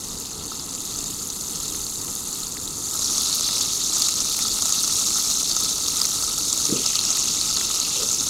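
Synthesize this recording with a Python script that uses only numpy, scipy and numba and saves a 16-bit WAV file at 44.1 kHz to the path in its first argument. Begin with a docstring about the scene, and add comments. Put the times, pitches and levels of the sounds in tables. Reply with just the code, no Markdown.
"""Bacon frying outdoors

Bacon fries in a steel pan on a gas camping stove, close under a small microphone that feeds both channels.
Water boils out of the meat in bursts: steam bubbles ring briefly, fat spits in sharp clicks, the pan colours both.
The sizzle jumps when the first slice lands on its raw side. Knocks and small blows ring the pan floor.
The flame is low filtered noise that roars steadily underneath.
A trace of noise, of opposite sign in the two channels, follows the level of the spitting."""
import sys
import numpy as np
from scipy import signal
from scipy.fft import rfft, irfft
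from scipy.io import wavfile
from scipy.ndimage import uniform_filter1d
from numba import njit

SR = 44100
rng = np.random.default_rng(int(sys.argv[2]) if len(sys.argv) > 2 else 0)


def dump(signal):
    """Clip the signal to [-1, 1] and save it as 16-bit WAV at the path in sys.argv[1]."""
    limited = np.clip(np.atleast_2d(signal).T, -1, 1)
    pcm = np.round(limited * 32767).astype(np.int16)
    wavfile.write(sys.argv[1], SR, pcm)


def attenuation_scalar(level_db):
    """Turn a level in dB into a linear amplitude multiplier (20 dB per decade)."""
    decades = np.asarray(level_db, float) / 20
    return 10 ** decades


N = 365588  # length in samples


# how pan and microphone colour the sizzle: frequency_hz, gain_db
PAN_COLOUR = [(350, -59), (600, -9.5), (844, -24), (941, -13), (1270, -9), (1580, -32), (2380, -26.5),
              (3210, -18.5), (3680, -8.5), (4450, -6), (5100, -8), (6520, -2), (8220, -10.5),
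              (12200, -19.5), (15600, -30.5)]
# narrow resonances and dips of the air between pan wall and microphone: frequency_hz, width_hz, gain_db
PAN_PEAKS = [(2700, 102, 4), (4950, 120, -2.5), (6320, 90, 2.5), (6900, 70, 2.5), (8400, 150, -2.5),
             (9030, 120, 2.5)]
# the resonances shift as the meat covers other parts of the pan: frequency_hz, width_hz, gain_db
DRY_PEAKS = [(7180, 94, 5.5), (9180, 700, -4.5)]  # added before the first slice lands
LATE_PEAKS = [(1760, 150, -4), (2760, 430, 3)]  # added after the second slice flops over


def sizzle(surge_db):
    """Superposition of many random grains: four sizes of bubble and scattered spits, filtered by the pan."""
    t = np.arange(N) / SR
    dry, late = t < LANDING_S, t > FLOP_S
    fits = np.where(dry, 0.7, 1)  # the fits are milder in dB until the wet side lands

    def burst():
        """Modulated event rate: steady simmering plus fits partly in step with the common surge."""
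        own_db = 3.2 * walk(4.) + 2.6 * walk(45.) + 2.5 * walk(100.)
        return 1 + attenuation_scalar(fits * (1.2 * surge_db + own_db))

    large = bubbles(burst(), 1700., 3200., 12., 3.2, count=12000)
    middle = bubbles(burst(), 3200., 5400., 22., 3.6, count=20000)
    # small bubbles ring higher until the wet side lands
    small = bubbles(burst(), 5200., 8200., 22., 3.7, count=26000, dry_pitch=1.14)
    tiny = bubbles(burst() ** .5, 8200., 16000., 20., 2.2, count=45000)
    crackle = level(snap(snap(snap(droplets(burst(), 7.0, count=600)))), -3.5)
    ticks = level(droplets(burst(), 4.3, count=2200), -.7)
    # the pan colour is weak below and above its broad hump, so those layers start stronger
    body = stage_gain(3) * (middle + ticks) + boil_gain() * attenuation_scalar(-1.0) * small
    bass = attenuation_scalar(21.5) * stage_gain(2) * large
    treble = attenuation_scalar(16.5) * stage_gain(1) * (crackle + tiny)
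    simmer = lulls() * (body + bass + treble)
    spans = ((dry, DRY_PEAKS), (~dry & ~late, []), (late, LATE_PEAKS))
    return sum(colour(span * simmer, PAN_COLOUR, PAN_PEAKS + shifted) for span, shifted in spans)


def bubbles(burst, low_hz, high_hz, cycles, spread_db, count, dry_pitch=1):
    """Free oscillation of steam bubbles: a random size sets the loudness, and decay time follows the period."""
    start, size = swarm(burst, count, spread_db, 16)
    draw = rng.random((count, 2))
    hz = low_hz + (high_hz - low_hz) * draw[:, 0]
    hz = hz * np.where(start < LANDING_S * SR, dry_pitch, 1)
    t60 = cycles * (.5 + draw[:, 1]) / hz
    return level(ring(start, hz, t60, size / np.sqrt(t60), .08, .11, N), 0)


def droplets(burst, spread_db, count):
    """Impulsive excitation: each bursting droplet of fat is a single click of either sign."""
    start, size = swarm(burst, count, spread_db, 18)
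    return np.bincount(start, size * rng.choice([-1, 1], count), N)[:N]


def snap(clicks):
    """Differentiation tilts the spectrum: a bursting film of fat is brighter than a plain click."""
    return signal.lfilter([1, -.85], [1], clicks)


# how hard the water boils out of the meat, joined by straight lines: time_s, level_db (relative)
BOIL = [(0.0, -28.5), (0.7, -28.5), (1.0, -26), (1.55, -25.5), (2.1, -25), (2.75, -25.5), (2.965, -22),
        (2.995, -21.5), (3.3, -19.5), (3.9, -21.5), (4.02, -18), (4.15, -20.5), (5.0, -18), (5.6, -21),
        (6.0, -19), (6.4, -21), (7.05, -19.5), (8.29, -20)]


def boil_gain():
    """Amplitude envelope of the boiling, sample by sample."""
    return attenuation_scalar(np.interp(np.arange(N) / SR, *np.transpose(BOIL)))


# each handling of the meat shifts the mix; levels are relative to the boil:
# start_s, spitting_db, large_bubbles_db, middle_bubbles_db
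# in turn: both slices lie still; the fork lifts the first slice and bare fat spits; it hangs in the air;
# it lands on its wet side; juice pools under it; the juice has spread; the second flops over; it is dragged aside
STAGES = [(0.0, -10, -22.5, -3), (1.1, -9, -24.5, -4.5), (2.45, -11, -27, -5.5), (2.97, -11, -24, -1),
          (3.42, -12.5, -23, 0.5), (4.1, -12, -24, -2), (6.75, -13.5, -21.5, -2), (8.0, -13.5, -26, -2)]
LANDING_S, FLOP_S = STAGES[3][0], STAGES[6][0]


def stage_gain(column):
    """Spectral balance by stage: gain of the spitting (1), large (2) or middle bubbles (3) over the boil."""
    rows = np.array(STAGES)
    held_db = rows[np.searchsorted(rows[1:, 0], np.arange(N) / SR), column]
    return boil_gain() * attenuation_scalar(uniform_filter1d(held_db, int(0.063 * SR)))  # the mix takes 63 ms to change


# each burst, spit and snap sounds this long after its listed time
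ONSET_DELAY_S = 0.001
# loudest bubble bursts: start_s (1 ms before the sound), level_db (relative), pitch_hz (at the onset)
POPS = [(0.595, -18, 4860), (0.7494, -15, 7050), (0.9882, -13, 7220), (1.3014, -14, 6190),
        (1.4094, -18, 4600), (1.5564, -13, 6220), (1.6013, -14, 6950), (1.6796, -13, 7220),
        (1.8654, -16, 4400), (2.0153, -15, 7000), (2.4319, -18, 4260), (2.4678, -16, 6770),
        (2.5212, -14, 7330), (2.6758, -18, 3900), (2.9926, -8, 6350), (3.044, -9, 5740), (3.1807, -5, 6020),
        (3.3273, -9, 4290), (3.6102, -6, 6340), (4.0198, -3, 4590), (4.0846, -7, 6810), (4.2043, -6, 6010),
        (4.5855, -11, 6320), (4.6214, -5, 6760), (4.6553, -4, 6890), (4.7237, -4, 6730),
        (5.3009, -11, 6680), (5.4296, -8, 6490), (5.5134, -8, 4500), (5.5643, -7, 6360), (5.8815, -9, 4490),
        (6.0152, -3, 4950), (6.0526, -6, 6290), (6.3794, -8, 6940), (6.5274, -5, 7070), (6.5755, -7, 6840),
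        (6.6528, -5, 5810), (6.8613, -4, 5160), (6.9536, -6, 4410), (6.99, -7, 4190), (7.0504, -7, 5580),
        (7.1038, -6, 6110), (7.4114, -8, 4270), (7.5692, -9, 4350), (7.7994, -7, 6460), (8.0875, -8, 6040)]
# loudest sharp spits: start_s (1 ms before the sound), level_db (of the treble, relative)
SPITS = [(0.0847, -20), (0.1999, -19), (0.818, -20), (1.1029, -20), (2.0457, -19), (2.152, -14),
         (2.3481, -20), (2.9397, -15), (3.2176, -14), (3.3473, -13), (3.3554, -10), (3.6262, -15),
         (3.7494, -18), (3.9823, -14), (3.9954, -14), (4.0886, -15), (4.2961, -15), (4.3254, -15),
         (4.366, -16), (4.3894, -13), (4.7461, -18), (4.8274, -16), (5.225, -14), (5.6361, -13),
         (5.8775, -16), (6.0317, -17), (6.0405, -15), (6.1514, -19), (6.3864, -13), (6.6792, -18),
         (7.1696, -13), (7.5398, -17), (7.7468, -16), (8.2357, -17)]


def loud_pops():
    """Transient radiation: bursts ring as bubbles amid a spray of droplets, and lone spits click sharply."""
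    s, db, hz = np.transpose(POPS)
    cycles, swell = 26., .05  # cycles to fall 60 dB; share of the life spent swelling
    u = np.linspace(0, 1, 500)
    shape = (1 - np.exp(-u / swell)) ** 2 * 1000. ** -u
    start = ((s + ONSET_DELAY_S) * SR).astype(int)
    pops = ring(start, hz, cycles / hz, .88 * attenuation_scalar(db) / shape.max(), 0.033, swell, N)

    # the spray is noise that rises and fades around each burst
    fade = np.exp(-np.abs(np.arange(-600, 600)) / (0.0032 * SR))
    swells = np.convolve(np.bincount(start, attenuation_scalar(db), N), fade, "same")
    spray = colour(attenuation_scalar(-2.5) * swells * rng.standard_normal(N), PAN_COLOUR, PAN_PEAKS)

    s, db = np.transpose(SPITS)
    spit = colour(snap(snap(snap(np.arange(2048) == 0))), PAN_COLOUR, PAN_PEAKS)[:2048]
    highpass = signal.butter(4, 9500, "highpass", fs=SR, output="sos")
    treble = signal.sosfilt(highpass, spit)
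    clicks = np.bincount(((s + ONSET_DELAY_S) * SR).astype(int), attenuation_scalar(db + 4.5), N)
    lone_spits = signal.fftconvolve(clicks, spit / np.abs(treble).max())[:N]
    return pops + spray + lone_spits


def lulls():
    """Gating before release: the simmer dips by 2.5 dB while steam gathers for each loud burst."""
    start = (np.transpose(POPS)[0] * SR).astype(int)
    half = int(0.006 * SR)  # half the length of a dip
    dip = np.convolve(np.bincount(start, minlength=N), np.hanning(2 * half))[2 * half:]
    return attenuation_scalar(-2.5 * np.pad(dip, (0, N))[:N])


# dry snaps of large pockets of fat that reach down into the mids:
# start_s (1 ms before the sound), level_db (peak of the mids)
SNAPS = [(1.7464, -28), (2.5696, -27), (3.488, -26), (3.5693, -26), (4.0881, -24), (4.347, -27),
         (4.3894, -25), (6.0462, -24), (6.7002, -27), (6.9341, -26), (7.0384, -25), (7.1731, -25),
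         (7.5692, -25), (7.6101, -24), (7.6999, -24)]


def snaps():
    """Band-limited impulsive noise: short cracks that fall 60 dB in 6 ms."""
    s, db = np.transpose(SNAPS)
    fade = 1000. ** (-np.arange(512) / SR / 0.006)
    band = signal.butter(1, (1200, 4800), "bandpass", fs=SR, output="sos")
    cracks = signal.sosfilt(band, rng.standard_normal((len(s), 512)) * fade)
    mids = signal.butter(2, [1500, 3300], "bandpass", fs=SR, output="sos")
    out = np.zeros(N + 512)
    for start, gain, crack in zip(((s + ONSET_DELAY_S) * SR).astype(int), attenuation_scalar(db), cracks):
        out[start:start + len(crack)] += gain * crack / np.abs(signal.sosfilt(mids, crack)).max()
    return out[:N]


# dull knocks that ring the pan floor: start_s, level_db (relative)
KNOCKS = [(0.517, -22.5), (2.948, -26), (4.45, -23), (5.156, -23), (5.565, -21.5), (6.234, -22),
          (6.387, -26), (6.855, -28), (7.575, -26.5), (7.701, -23)]
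# pan floor modes: frequency_hz, level_db (relative), t60_s
PAN_MODES = [(872, 0.5, 0.015), (1046, -3.5, 0.022), (1289, 2.5, 0.025)]


def pan_floor(surge_db):
    """Modal response: knocks and a patter that grows with the boiling ring the low modes; the patter also ticks."""
    s, db = np.transpose(KNOCKS)
    blows = np.bincount((s * SR).astype(int), attenuation_scalar(db), N)
    crowding = 1 + attenuation_scalar(3.0 * surge_db + 2.5 * walk(50.))
    patter = level(droplets(crowding, 7.0, count=4500), -51.5)
    patter = patter * (boil_gain() / attenuation_scalar(-14.5)) ** 1.48
    t = np.arange(SR // 8) / SR
    modes = sum(attenuation_scalar(g) * np.sin(2 * np.pi * f * t) * 1000. ** (-t / t60) for f, g, t60 in PAN_MODES)
    # wet meat lands softly, so the modes take a moment to build
    rung = signal.fftconvolve(blows + patter, modes * (1 - np.exp(-t / 0.00097)) ** 2)[:N]
    tick = signal.butter(2, (1200, 4800), "bandpass", fs=SR, output="sos")
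    return rung + attenuation_scalar(11.0) * signal.sosfilt(tick, patter)


# the flopping slice slaps the pan once: crest_s, level_db (peak), pitch_hz, width_s
SLAP = (6.7265, -13, 280, 0.0025)


def slap():
    """Impact pulse: one low swing of air and pan under a Gaussian envelope."""
    s, db, hz, width = SLAP
    t = np.arange(N) / SR - s
    return attenuation_scalar(db) * np.cos(2 * np.pi * hz * t) * np.exp(-(t / width) ** 2)


# low rumbling puffs as a slice flops over and is dragged:
# crest_s, level_db (rms at the crest), low_hz, high_hz, rise_s, fall_s
PUFFS = [(6.718, -27.5, 125, 490, 0.028, 0.085), (8.022, -35.5, 360, 540, 0.052, 0.045)]


def puffs():
    """Amplitude-modulated band noise: short lumpy swells of low rumble."""
    t, out = np.arange(N) / SR, 0
    for s, db, low_hz, high_hz, rise, fall in PUFFS:
        band = signal.butter(6, [low_hz, high_hz], "bandpass", fs=SR, output="sos")
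        shape = np.exp(-np.abs(np.where(t < s, (t - s) / rise, (t - s) / fall)) ** 2.2)
        puff = shape * signal.sosfilt(band, rng.standard_normal(N))
        out = out + attenuation_scalar(db) * puff * np.sqrt(np.sum(shape ** 2) / np.sum(puff ** 2))
    return out


# spectrum of the flame roar: frequency_hz, level_db (relative)
FLAME = [(12, -33), (20, 2), (43, -0.5), (118, -0.5), (286, 1), (383, -4), (460, -3.5), (584, -16.5),
         (890, -9.5), (1090, -12), (1280, -10), (1600, -23.5), (2080, -21.5), (3520, -120)]


def flame():
    """Turbulent combustion noise: low random pressure that flutters slightly, -40 dB rms."""
    flutter = attenuation_scalar(0.72 * walk(12.))
    return level(colour(rng.standard_normal(N) * flutter, FLAME), -40)


# spectrum of the faint noise of opposite sign in the two channels: frequency_hz, level_db (relative)
SIDE_COLOUR = [(18, -32), (30, -7), (731, -3.5), (1300, -6), (1830, -8), (3330, -10.5), (3900, -7.5),
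               (4810, -29), (15600, -2.5)]


def side_noise():
    """Amplitude modulation of filtered noise: a faint trace, -51 dB rms, that follows the spitting level."""
    return level(colour(rng.standard_normal(N), SIDE_COLOUR) * stage_gain(1) ** 1.3, -51)


def level(x, db):
    """Root-mean-square normalisation to a level in dB."""
    return x * attenuation_scalar(db) / np.sqrt(np.mean(x ** 2))


def colour(x, points, peaks=()):
    """Minimum-phase filtering through (Hz, dB) points and peaks, made causal by folding the cepstrum."""
    hz, db = np.transpose(points)
    size = 8192
    grid = np.maximum(np.arange(size // 2 + 1) * SR / size, 1)
    shape_db = np.interp(np.log(grid), np.log(hz), db)
    shape_db += sum(g * np.exp(-((grid - f) / width) ** 2) for f, width, g in peaks)
    cep = irfft(np.log(attenuation_scalar(shape_db)))
    cep[1:size // 2] *= 2
    cep[size // 2 + 1:] = 0
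    return signal.fftconvolve(x, irfft(np.exp(rfft(cep))))[:N]


@njit
def ring(start, hz, t60, size, glide, swell, n):
    """Damped oscillation: each sine swells over a share of its life, dies away and climbs in pitch."""
    out = np.zeros(n)
    for k in range(len(start)):
        length = int(t60[k] * SR) + 2
        phasor, gap = size[k] + 0j, 1.
        step = np.exp(2j * np.pi * hz[k] / SR - np.log(1000) / length)
        climb = np.exp(2j * np.pi * hz[k] * glide / SR / length)
        close = np.exp(-1 / (swell * length))
        for i in range(start[k], min(start[k] + length, n)):
            out[i] += phasor.imag * (1 - gap) ** 2
            gap *= close
            phasor *= step
            step *= climb
    return out


def walk(rate):
    """Band-limited random process: levels held 1 / rate s, smoothed twice, without slow drift; spread 1."""
    k = max(int(SR / rate), 2)
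    held = np.repeat(rng.standard_normal(N + 1)[:N // k + 1], k)
    w = uniform_filter1d(uniform_filter1d(held, k), k)[:N]
    w = w - uniform_filter1d(w, 5 * k)
    return w / w.std()


def swarm(burst, count, spread_db, most_db):
    """Inhomogeneous point process: starts crowd where bursts are strong; a few grains are larger, up to a limit."""
    draw = rng.random((count, 2))
    share = np.cumsum(burst)
    start = np.searchsorted(share, draw[:, 0] * share[-1])
    size_db = -spread_db * np.log(1 - draw[:, 1])
    return start, attenuation_scalar(np.minimum(size_db, most_db))


def scene():
    """Superposition at one microphone that feeds both channels, plus the faint noise of opposite sign."""
    surge_db = 0.9 * walk(12.) + 1.2 * walk(40.) + 1.3 * walk(80.)
    frying = sizzle(surge_db) + loud_pops() + snaps() + pan_floor(surge_db)
    mid = frying + flame() + puffs() + slap()
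    side = side_noise()
    return np.array([mid + side, mid - side])


def band_limit(x):
    """A steep low-pass at the top of the band."""
    return signal.sosfilt(signal.butter(12, 15760, fs=SR, output="sos"), x)


def record(dry):
    """Soft saturation rounds the tallest peaks; a steep low-pass at 15780 Hz cuts the top."""
    rounded = 1.105 * np.tanh(dry / 1.106)
    cut = signal.ellip(8, .2, 70, 15780, fs=SR, output="sos")
    finished = signal.sosfilt(cut, rounded)
    return band_limit(finished)


dry = scene()
out = record(dry)
dump(out)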